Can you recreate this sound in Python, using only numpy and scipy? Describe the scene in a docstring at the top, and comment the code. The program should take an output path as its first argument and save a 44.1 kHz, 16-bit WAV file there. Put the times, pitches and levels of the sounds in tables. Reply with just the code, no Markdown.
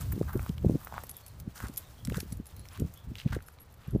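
"""A walk over grass and dry leaves. From the start, steps crush the litter and snap leaves, a leash
hisses through the hand and wind thumps the microphone, over a quiet neighbourhood. From 0.8 s keys
dangling from the leash click and ring in earnest, loudest near 1.8 s; from 1.1 to 3 s a small bird
chirps far off. After 3 s keys and leash grow faint while the steps go on; a last gust comes near 4 s."""
import sys
import numpy as np
from scipy import signal
from scipy.fft import rfft, irfft
from scipy.io import wavfile
from scipy.ndimage import uniform_filter1d

SR = 44100
rng = np.random.default_rng(int(sys.argv[2]) if len(sys.argv) > 2 else 0)


def bounce(signal):
    """Save signal as a 16-bit WAV file at the path given by the first command-line argument."""
    frames = np.transpose(np.atleast_2d(signal))
    limited = np.clip(frames, -1, 1)
    pcm = np.round(limited * 32767).astype(np.int16)
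    wavfile.write(sys.argv[1], SR, pcm)


N = 176400
T = np.arange(N) / SR


def undb(db):
    """Decibels to gain."""
    return 10 ** (np.asarray(db) / 20)


def colour(x, points):
    """Minimum-phase filter through (frequency [Hz], gain [dB]) points; output rms 1."""
    hz, db = np.array(points, float).T
    size = 2 * len(x)
    bins_hz = np.maximum(np.arange(len(x) + 1) * SR / size, 1)
    gain = undb(np.interp(np.log(bins_hz), np.log(hz), db))
    cepstrum = irfft(np.log(gain))
    cepstrum[1:len(x)] *= 2
    cepstrum[len(x) + 1:] = 0
    y = irfft(rfft(x, size) * np.exp(rfft(cepstrum)))[:len(x)]
    return y / y.std()


def resonate(x, hz, width):
    """Two-pole resonance; width is bandwidth over centre; output rms 1."""
    w = 2 * np.pi * min(hz, .45 * SR) / SR
    r = np.exp(-w * width / 2)
    y = signal.lfilter([1, -1], [1, -2 * r * np.cos(w), r * r], x)
    return y / y.std()


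def noise(points):
    """Steady coloured noise, rms 1."""
    return colour(rng.standard_normal(N), points)


def drift(per_s):
    """Smooth random curve, standard deviation 1."""
    hold = int(SR / per_s)
    y = uniform_filter1d(rng.standard_normal(N)[np.arange(N) // hold], hold)
    return y / y.std()


def grains(per_s, scatter_db):
    """Random tiny fractures, most weak, a few strong."""
    size = np.minimum(rng.exponential(size=N), 3.5)
    return (rng.random(N) < per_s / SR) * rng.choice([-1, 1], N) * undb(scatter_db * size)


def creases():
    """Dry ticks from creases of many sizes, each ringing briefly at its own pitch."""
    pitches_hz = np.geomspace(2500, 14500, 9)
    return sum(resonate(grains(per_s=250, scatter_db=4.8), hz, width=.16)
               * np.sqrt(hz / pitches_hz.sum()) for hz in pitches_hz)


def swell(peak_s, rise_s, fall_s):
    """Envelope with a rounded rise and a longer-tailed release."""
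    t = T - peak_s
    return np.exp(-np.where(t < 0, (t / rise_s) ** 2, (np.abs(t) / fall_s) ** 1.2))


def add(out, start_s, sound):
    """Mix in a short sound."""
    i = int(np.clip(start_s * SR, 0, N - 1))
    out[i:i + len(sound)] += sound[:N - i]


# ambient spectrum: (frequency [Hz], gain [dB])
AMBIENT_SPECTRUM = [(60, 9), (200, -22.5), (450, -6), (700, -8), (930, -9), (1400, -11.5), (2500, -19.5),
                    (4000, -21.5), (7000, -31), (15000, -64)]


def neighbourhood():
    """Faint, nearly steady outdoor wash."""
    return undb(-58.5 + .16 * drift(per_s=5.93)) * noise(AMBIENT_SPECTRUM)


# chirps: (start [s], length [s], pitch [Hz], level before echo [dB])
BIRD_CHIRPS = [(1.103, 0.093, 3430, -62), (1.216, 0.037, 4200, -61.5), (1.277, 0.033, 4380, -64),
               (1.815, 0.05, 3640, -61), (1.949, 0.07, 3330, -62), (2.531, 0.14, 4215, -65),
               (2.946, 0.042, 3490, -57)]


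def bird():
    """Distant arched, wavering whistles, smeared by trees and walls."""
    arch_depth, waver_depth, echo_s = .05, .045, .04
    out = np.zeros(N)
    waver = 1 + waver_depth * drift(per_s=210)
    for start_s, length_s, hz, db in BIRD_CHIRPS:
        arch = np.sin(np.linspace(0, np.pi, int(length_s * SR)))
        pitch_hz = hz * (1 + arch_depth * (arch - .8))
        pitch_hz *= np.roll(waver, rng.integers(N))[:len(arch)]
        add(out, start_s, undb(db) * arch * np.sin(2 * np.pi * np.cumsum(pitch_hz) / SR))
    echo = rng.standard_normal(8192) * np.exp(-T[:8192] / echo_s)
    return signal.fftconvolve(out, echo / np.linalg.norm(echo))[:N]


# gusts: (peak time [s], rise [s], fall [s], level [dB])
WIND_GUSTS = [(.13, 0.16, 0.2, -33), (.385, 0.043, 0.062, -36), (0.68, 0.097, 0.062, -30.5),
              (.96, 0.036, 0.053, -41), (1.46, 0.089, 0.044, -43), (1.664, 0.051, 0.05, -40.5),
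              (2.111, 0.064, 0.088, -33), (2.36, 0.053, 0.037, -39), (2.58, 0.044, 0.05, -41),
              (2.817, 0.029, 0.044, -28), (3.077, 0.024, 0.087, -39.5), (3.324, 0.021, 0.04, -30.5),
              (3.962, 0.059, 0.16, -35.5)]
# eddies: (time [s], envelope peak [dB], frequency [Hz])
WIND_EDDIES = [(0.138, -21, 121), (0.165, -27.5, 212), (.18, -24.5, 242), (0.214, -14.5, 335),
               (0.357, -15, 240), (0.362, -19.5, 304), (.499, -18.5, 157), (0.648, -13.5, 350),
               (.666, -11.5, 145), (0.698, -15.5, 260), (0.711, -24.5, 342), (0.723, -26, 222),
               (0.747, -19, 180), (.756, -13.5, 230), (1.469, -34.5, 160), (1.479, -26.5, 144),
               (1.641, -27, 153), (1.699, -31, 182), (2.085, -22, 144), (2.122, -25, 360),
               (2.174, -25, 130), (2.182, -25.5, 340), (2.232, -31.5, 249), (2.262, -37.5, 199),
               (2.327, -27, 148), (2.401, -26, 193), (2.805, -19, 162), (2.822, -19.5, 298),
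               (2.851, -22.5, 130), (3.119, -28.5, 167), (3.263, -15, 149), (3.367, -20, 316),
               (3.884, -29.5, 117), (3.937, -24, 170), (3.952, -13.5, 178), (3.961, -13.5, 290)]
# wind spectra: (frequency [Hz], gain [dB])
BREEZE_SPECTRUM = [(20, -29), (45, -5.5), (75, 5), (120, -1), (200, -12.5), (400, -24.5), (1200, -48)]
GUST_SPECTRUM = [(20, -15), (40, 3), (70, 11.5), (120, 5.5), (200, -4), (350, -21.5), (600, -32.5),
                 (1200, -54), (3000, -109)]
WAKE_SPECTRUM = [(30, -19.5), (90, 4), (150, 4.5), (250, -4), (450, -13.5), (700, -29), (1200, -56),
                 (3000, -80)]


def wind():
    """Breeze rumbles, gusts swell, eddies hit the microphone as blunt pulses in ragged wakes."""
    wake_db, wake_s, eddy_cycles = -14, .011, .28
    gusts = sum(undb(db) * swell(at_s, rise_s, fall_s) for at_s, rise_s, fall_s, db in WIND_GUSTS)
    wakes = sum(undb(db + wake_db) * swell(at_s, wake_s, wake_s) for at_s, db, _ in WIND_EDDIES)
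    out = gusts * noise(GUST_SPECTRUM) + wakes * noise(WAKE_SPECTRUM)
    out += undb(-54 + 3 * drift(per_s=14)) * noise(BREEZE_SPECTRUM)
    lead_s = 1024 / SR
    t = T[:2048] - lead_s
    for at_s, db, hz in WIND_EDDIES:
        phase = 2 * np.pi * hz * t + rng.standard_normal()
        pulse = np.cos(phase) / np.cosh(hz * t / eddy_cycles) ** 1.21
        add(out, at_s - lead_s, undb(db) * pulse)
    return out


# slide envelope: (time [s], relative level [dB])
SLIDE_LEVELS = [(0, -45), (.1, -51.5), (.25, -52), (.35, -58.5), (.48, -44), (.53, -57), (.68, -55),
                (.73, -49.5), (.84, -52.5), (1.0, -51.5), (1.1, -52), (1.48, -61.5), (1.62, -51),
                (1.85, -52), (2.0, -56), (2.28, -53), (2.42, -64.5), (2.48, -55.5), (2.65, -59.5),
                (2.85, -56.5), (3.02, -60), (4, -67.5)]
# friction spectrum: (frequency [Hz], gain [dB])
SLIDE_SPECTRUM = [(1000, 5.5), (2500, -3), (5000, -4.5), (8000, -5), (11000, -6.5), (14000, -4.5),
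                  (16000, 1)]


def leash():
    """Webbing and sleeve slide with a gritty hiss and tiny crackles."""
    trim_db, flutter_db, crackle_db = -5, 2.5, -5
    times_s, levels_db = np.array(SLIDE_LEVELS).T
    hiss = colour(grains(per_s=7000, scatter_db=2.5), SLIDE_SPECTRUM)
    crackle = colour(creases(), SLIDE_SPECTRUM)
    level_db = np.interp(T, times_s, levels_db) + trim_db + flutter_db * drift(per_s=60)
    return undb(level_db) * (hiss + undb(crackle_db) * crackle)


# key and clasp knocks: (time [s], relative click level [dB], click centre [Hz],
#   relative ring level [dB], lean to the higher key [dB], share ringing freely [0..1])
KEY_KNOCKS = [(0.017, -38, 9200, -52, 17, 0.3), (0.12, -33, 13500, -42, 13, 0.15),
              (0.848, -18, 15200, -52, -10, .2), (1.036, -30.5, 8900, -39, 14, 0.5),
              (1.068, -26, 12000, -60, 8, 0.32), (1.094, -23.5, 8100, -33, -2, 0.32),
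              (1.113, -31, 8900, -35, -6, 0.17), (1.167, -26, 12000, -36, 10, 0.25),
              (1.264, -28, 9200, -47, -5, 0.12), (1.28, -28, 13500, -43, 2, 0.16),
              (1.4, -19, 12500, -58, 7, 0.13), (1.739, -31, 11000, -52, -4, 0.8),
              (1.771, -21, 9000, -39, 6, .2), (1.775, -16.5, 9600, -21.5, 8, 0.22),
              (1.781, -21, 11000, -34, -5, 0.17), (2.05, -22.5, 6940, -40.5, -5, 0.16),
              (2.097, -25.5, 8900, -49, 11, 0.16), (2.202, -18.5, 8700, -36.5, -3, 0.12),
              (2.211, -31, 11500, -54, 0, .1), (2.222, -39, 11500, -49, 2, .1),
              (2.323, -25, 7940, -35.5, -9, 0.22), (2.371, -31, 12000, -54, 0, 0.1),
              (2.457, -31, 11000, -57, 0, .2), (2.467, -33.5, 9000, -42.5, -8, 0.63),
              (2.565, -25, 14000, -67, 5, 0.17), (2.595, -39, 9000, -41.5, -17, 0.2),
              (2.731, -52, 9100, -48, -12, 1), (2.798, -23, 9200, -48, 9, 0.98),
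              (2.939, -25, 12000, -57, 11, 0.27), (2.974, -30.5, 12000, -49, 12, 0.11),
              (3.424, -31.5, 11000, -58, 14, 0.5), (3.463, -47, 12000, -47.5, -4, 1),
              (3.481, -35, 8900, -54, 10, 1), (3.522, -50, 11000, -54.5, 4, .7),
              (3.6, -49, 12000, -46, 12, 0.9), (3.617, -45, 12000, -43.5, 15, 0.16),
              (3.724, -47, 11000, -56.5, 5, .5), (3.741, -35, 11500, -56, 8, .3),
              (3.875, -44, 11000, -53, 10, 0.46), (3.908, -34.5, 11000, -52, 7, 0.46),
              (3.977, -50, 10900, -57, 5, 0.61)]
# modes: (frequency [Hz], weight [dB], t60 [s], key [-1 lower, +1 higher])
RING_MODES = [(5200, -20, .03, -1), (7300, -19, .04, -1), (8170, -15, .09, 1), (9960, -4, .075, -1),
              (10090, -6, .06, -1), (10400, -13, .03, -1), (11385, 0, .09, 1), (11560, -5, .07, 1),
              (11780, -12, .05, 1), (12200, -15, .04, 1), (14690, -10, .07, 1)]
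# contact spectrum: (frequency [Hz], gain [dB])
CLICK_SPECTRUM = [(1500, -2), (3500, -3.5), (5500, -7), (8000, -9.5), (11500, -13), (15000, -11.5),
                  (16500, 5.5)]


def keys():
    """Each knock clicks and rings the modes of two keys; the bunch damps, rattles and rebounds."""
    scatter_db, detune, damping_s, ring_trim_db = 3, .002, .014, -2.5
    click_s, chatter_db, chatter_s, click_trim_db = .0027, -17, .0033, -7
    rebounds_per_s, rebound_db, rebound_s = 220, -12, .014
    out, t = np.zeros(N), T[:8192]
    hz, mode_db, t60_s, key = np.array(RING_MODES).T[:, :, None]
    contact = noise(CLICK_SPECTRUM)
    rattle = undb(3 * drift(per_s=230))
    for at_s, click_db, click_hz, ring_db, lean_db, free in KEY_KNOCKS:
        strength, mistune, phase = rng.standard_normal((3, len(hz), 1))
        weights = undb(mode_db + scatter_db * strength + key * lean_db / 2)
        modes = np.sin(2 * np.pi * (hz * (1 + detune * mistune) * t + phase))
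        ring = (weights * undb(-60 * t / t60_s) * modes).sum(axis=0) / np.linalg.norm(weights)
        ring *= free + (1 - free) * np.exp(-t / damping_s)
        click = resonate(np.roll(contact, rng.integers(N))[:len(t)], click_hz, width=.78)
        click *= np.exp(-t / click_s) + undb(chatter_db) * np.exp(-t / chatter_s)
        hits = (rng.random(len(t)) < rebounds_per_s / SR) * undb(rebound_db) * np.exp(-t / rebound_s)
        hits[0] = 1  # first strike
        jangle = signal.fftconvolve(ring, hits)[:len(t)] * np.roll(rattle, rng.integers(N))[:len(t)]
        jangle *= np.linalg.norm(ring) / np.linalg.norm(jangle)
        add(out, at_s, undb(ring_db + ring_trim_db) * jangle)
        add(out, at_s, undb(click_db + click_trim_db) * signal.fftconvolve(click, hits))
    return out


# leaf and stalk snaps, plus the dull click of a wind buffet near 0.7 s:
#   (time [s], body peak [dB], body centre [Hz], edge peak [dB])
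SNAPS_AND_BUFFET = [(0.125, -37, 1670, -45), (0.229, -37.5, 1040, -48), (0.331, -50, 1400, -33.5),
                    (.375, -59, 1400, -37.5), (0.394, -30.5, 1290, -45), (.429, -52, 1500, -35),
                    (0.463, -30.5, 1240, -36), (.493, -35.5, 4030, -49), (.581, -38, 2500, -44),
                    (.695, -28.5, 544, -58), (.871, -31.5, 1340, -54), (0.924, -32.5, 880, -50),
                    (.941, -30.5, 1170, -36), (0.98, -22, 1110, -42), (0.988, -39, 1220, -46),
                    (1.037, -33, 990, -42), (1.578, -36, 4500, -39), (1.603, -28.5, 1230, -33),
                    (1.628, -52, 5500, -36), (1.637, -42, 1270, -40), (1.659, -37, 1350, -54),
                    (1.67, -40, 7150, -39), (1.684, -43, 5360, -34), (1.761, -38, 5500, -39),
                    (2.073, -37, 2020, -35), (2.1, -31.5, 1730, -39), (2.123, -39, 3030, -53),
                    (2.1447, -28, 2130, -40), (2.157, -36, 1500, -34), (2.17, -34, 5500, -29),
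                    (2.205, -28, 4800, -27), (2.655, -43, 2700, -46), (2.687, -39, 4670, -40),
                    (2.775, -38.5, 1440, -40), (3.155, -31, 3420, -38), (3.185, -30.5, 3350, -51),
                    (3.2, -30.5, 3360, -49), (3.216, -36, 2900, -48), (3.277, -41.5, 3320, -54),
                    (3.327, -30, 1730, -50), (3.349, -34.5, 4400, -34.5), (3.389, -41.5, 1560, -54),
                    (3.405, -42, 1610, -54), (3.485, -39.5, 1530, -40), (3.587, -46, 3180, -65)]


def snaps_and_buffet():
    """Leaves and stalks snap, one wind buffet clicks: each a short resonant burst with a bright edge."""
    body_decay_s, edge_decay_s = .00092, .0011
    out, t = np.zeros(N), T[:2048]
    for at_s, body_db, hz, edge_db in SNAPS_AND_BUFFET:
        body_noise, edge_noise = rng.standard_normal((2, len(t)))
        body = resonate(body_noise * np.exp(-t / body_decay_s), hz, width=.74)
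        body = signal.lfilter(*signal.butter(2, 1.01 * hz, "low", fs=SR), body)
        edge = resonate(edge_noise * np.exp(-t / edge_decay_s), hz=9400, width=1)
        add(out, at_s, undb(body_db) * body / np.abs(body).max())
        add(out, at_s, undb(edge_db) * edge / np.abs(edge).max())
    return out


# steps and scuffs: (peak time [s], rise [s], fall [s], relative crunch level [dB],
#   crunch centre [Hz], relative crisp level [dB], crisp centre [Hz])
FOOTFALLS = [(0.02, 0.019, 0.0093, -42, 1440, -36.5, 9100), (.125, 0.0066, 0.006, -37, 1360, -33, 13000),
             (0.289, 0.011, 0.022, -33.5, 1160, -40, 13200), (0.336, 0.013, 0.032, -41, 1190, -40.5, 13200),
             (.455, 0.074, 0.056, -49, 1190, -44.5, 12800), (0.811, 0.02, 0.05, -47, 1180, -47, 12000),
             (0.976, 0.064, 0.04, -39, 1010, -52, 3030), (1.583, 0.026, 0.032, -43.5, 1320, -40.5, 6000),
             (1.645, 0.036, 0.025, -38.5, 1350, -49, 8000), (2.172, 0.042, 0.033, -40, 1690, -41.5, 6640),
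             (2.756, 0.041, 0.038, -47, 1260, -47, 3140), (3.205, 0.047, 0.04, -55, 1890, -44.5, 3400),
             (3.303, 0.026, 0.017, -48, 1560, -50.5, 3500),
             (3.327, 0.0047, 0.028, -35.5, 1640, -43.5, 4460),
             (3.352, 0.0046, 0.0046, -37.5, 1630, -44, 9000), (3.855, 0.05, 0.067, -51.5, 1260, -55, 3020)]
# litter spectra: (frequency [Hz], gain [dB])
CRUNCH_SPECTRUM = [(200, -14), (600, 10), (1000, 7.5), (1600, 7), (2400, -1.5), (4000, 2.5), (16000, 2.5)]
CRISP_SPECTRUM = [(500, -15), (2000, 12.5), (3500, 3.5), (5500, 1.5), (8000, 3), (11000, 1), (14500, 8),
                  (16000, 6)]


def footsteps():
    """Each foot presses a shower of fractures from the litter: hollow crunch, crisp leaf edges."""
    fractures_per_s, uneven_db, trim_db = 2200, 2.2, -8.5
    out = np.zeros(N)
    crunch = colour(grains(fractures_per_s, scatter_db=2.6), CRUNCH_SPECTRUM)
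    crisp = colour(grains(fractures_per_s, scatter_db=2.4), CRISP_SPECTRUM)
    crisp += colour(creases(), CRISP_SPECTRUM)
    for at_s, rise_s, fall_s, crunch_db, crunch_hz, crisp_db, crisp_hz in FOOTFALLS:
        low = undb(crunch_db) * resonate(crunch, crunch_hz, width=.41)
        high = undb(crisp_db) * resonate(crisp, crisp_hz, width=.66)
        out += swell(at_s, rise_s, fall_s) * (low + high)
    return out * undb(uneven_db * drift(per_s=180) + trim_db)


def scene():
    """Mono mix in open air."""
    background = neighbourhood()
    return (footsteps() + snaps_and_buffet() + keys() + leash() + wind() + bird() + background)[None]


def record(dry):
    """The camera cuts the deepest rumble and the top of the treble."""
    low_hz, top_hz = 25, 15280
    dry = signal.sosfilt(signal.butter(1, low_hz, "high", fs=SR, output="sos"), dry)
    return signal.sosfilt(signal.ellip(10, .2, 70, top_hz, fs=SR, output="sos"), dry)


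dry = scene()
out = record(dry)
bounce(out)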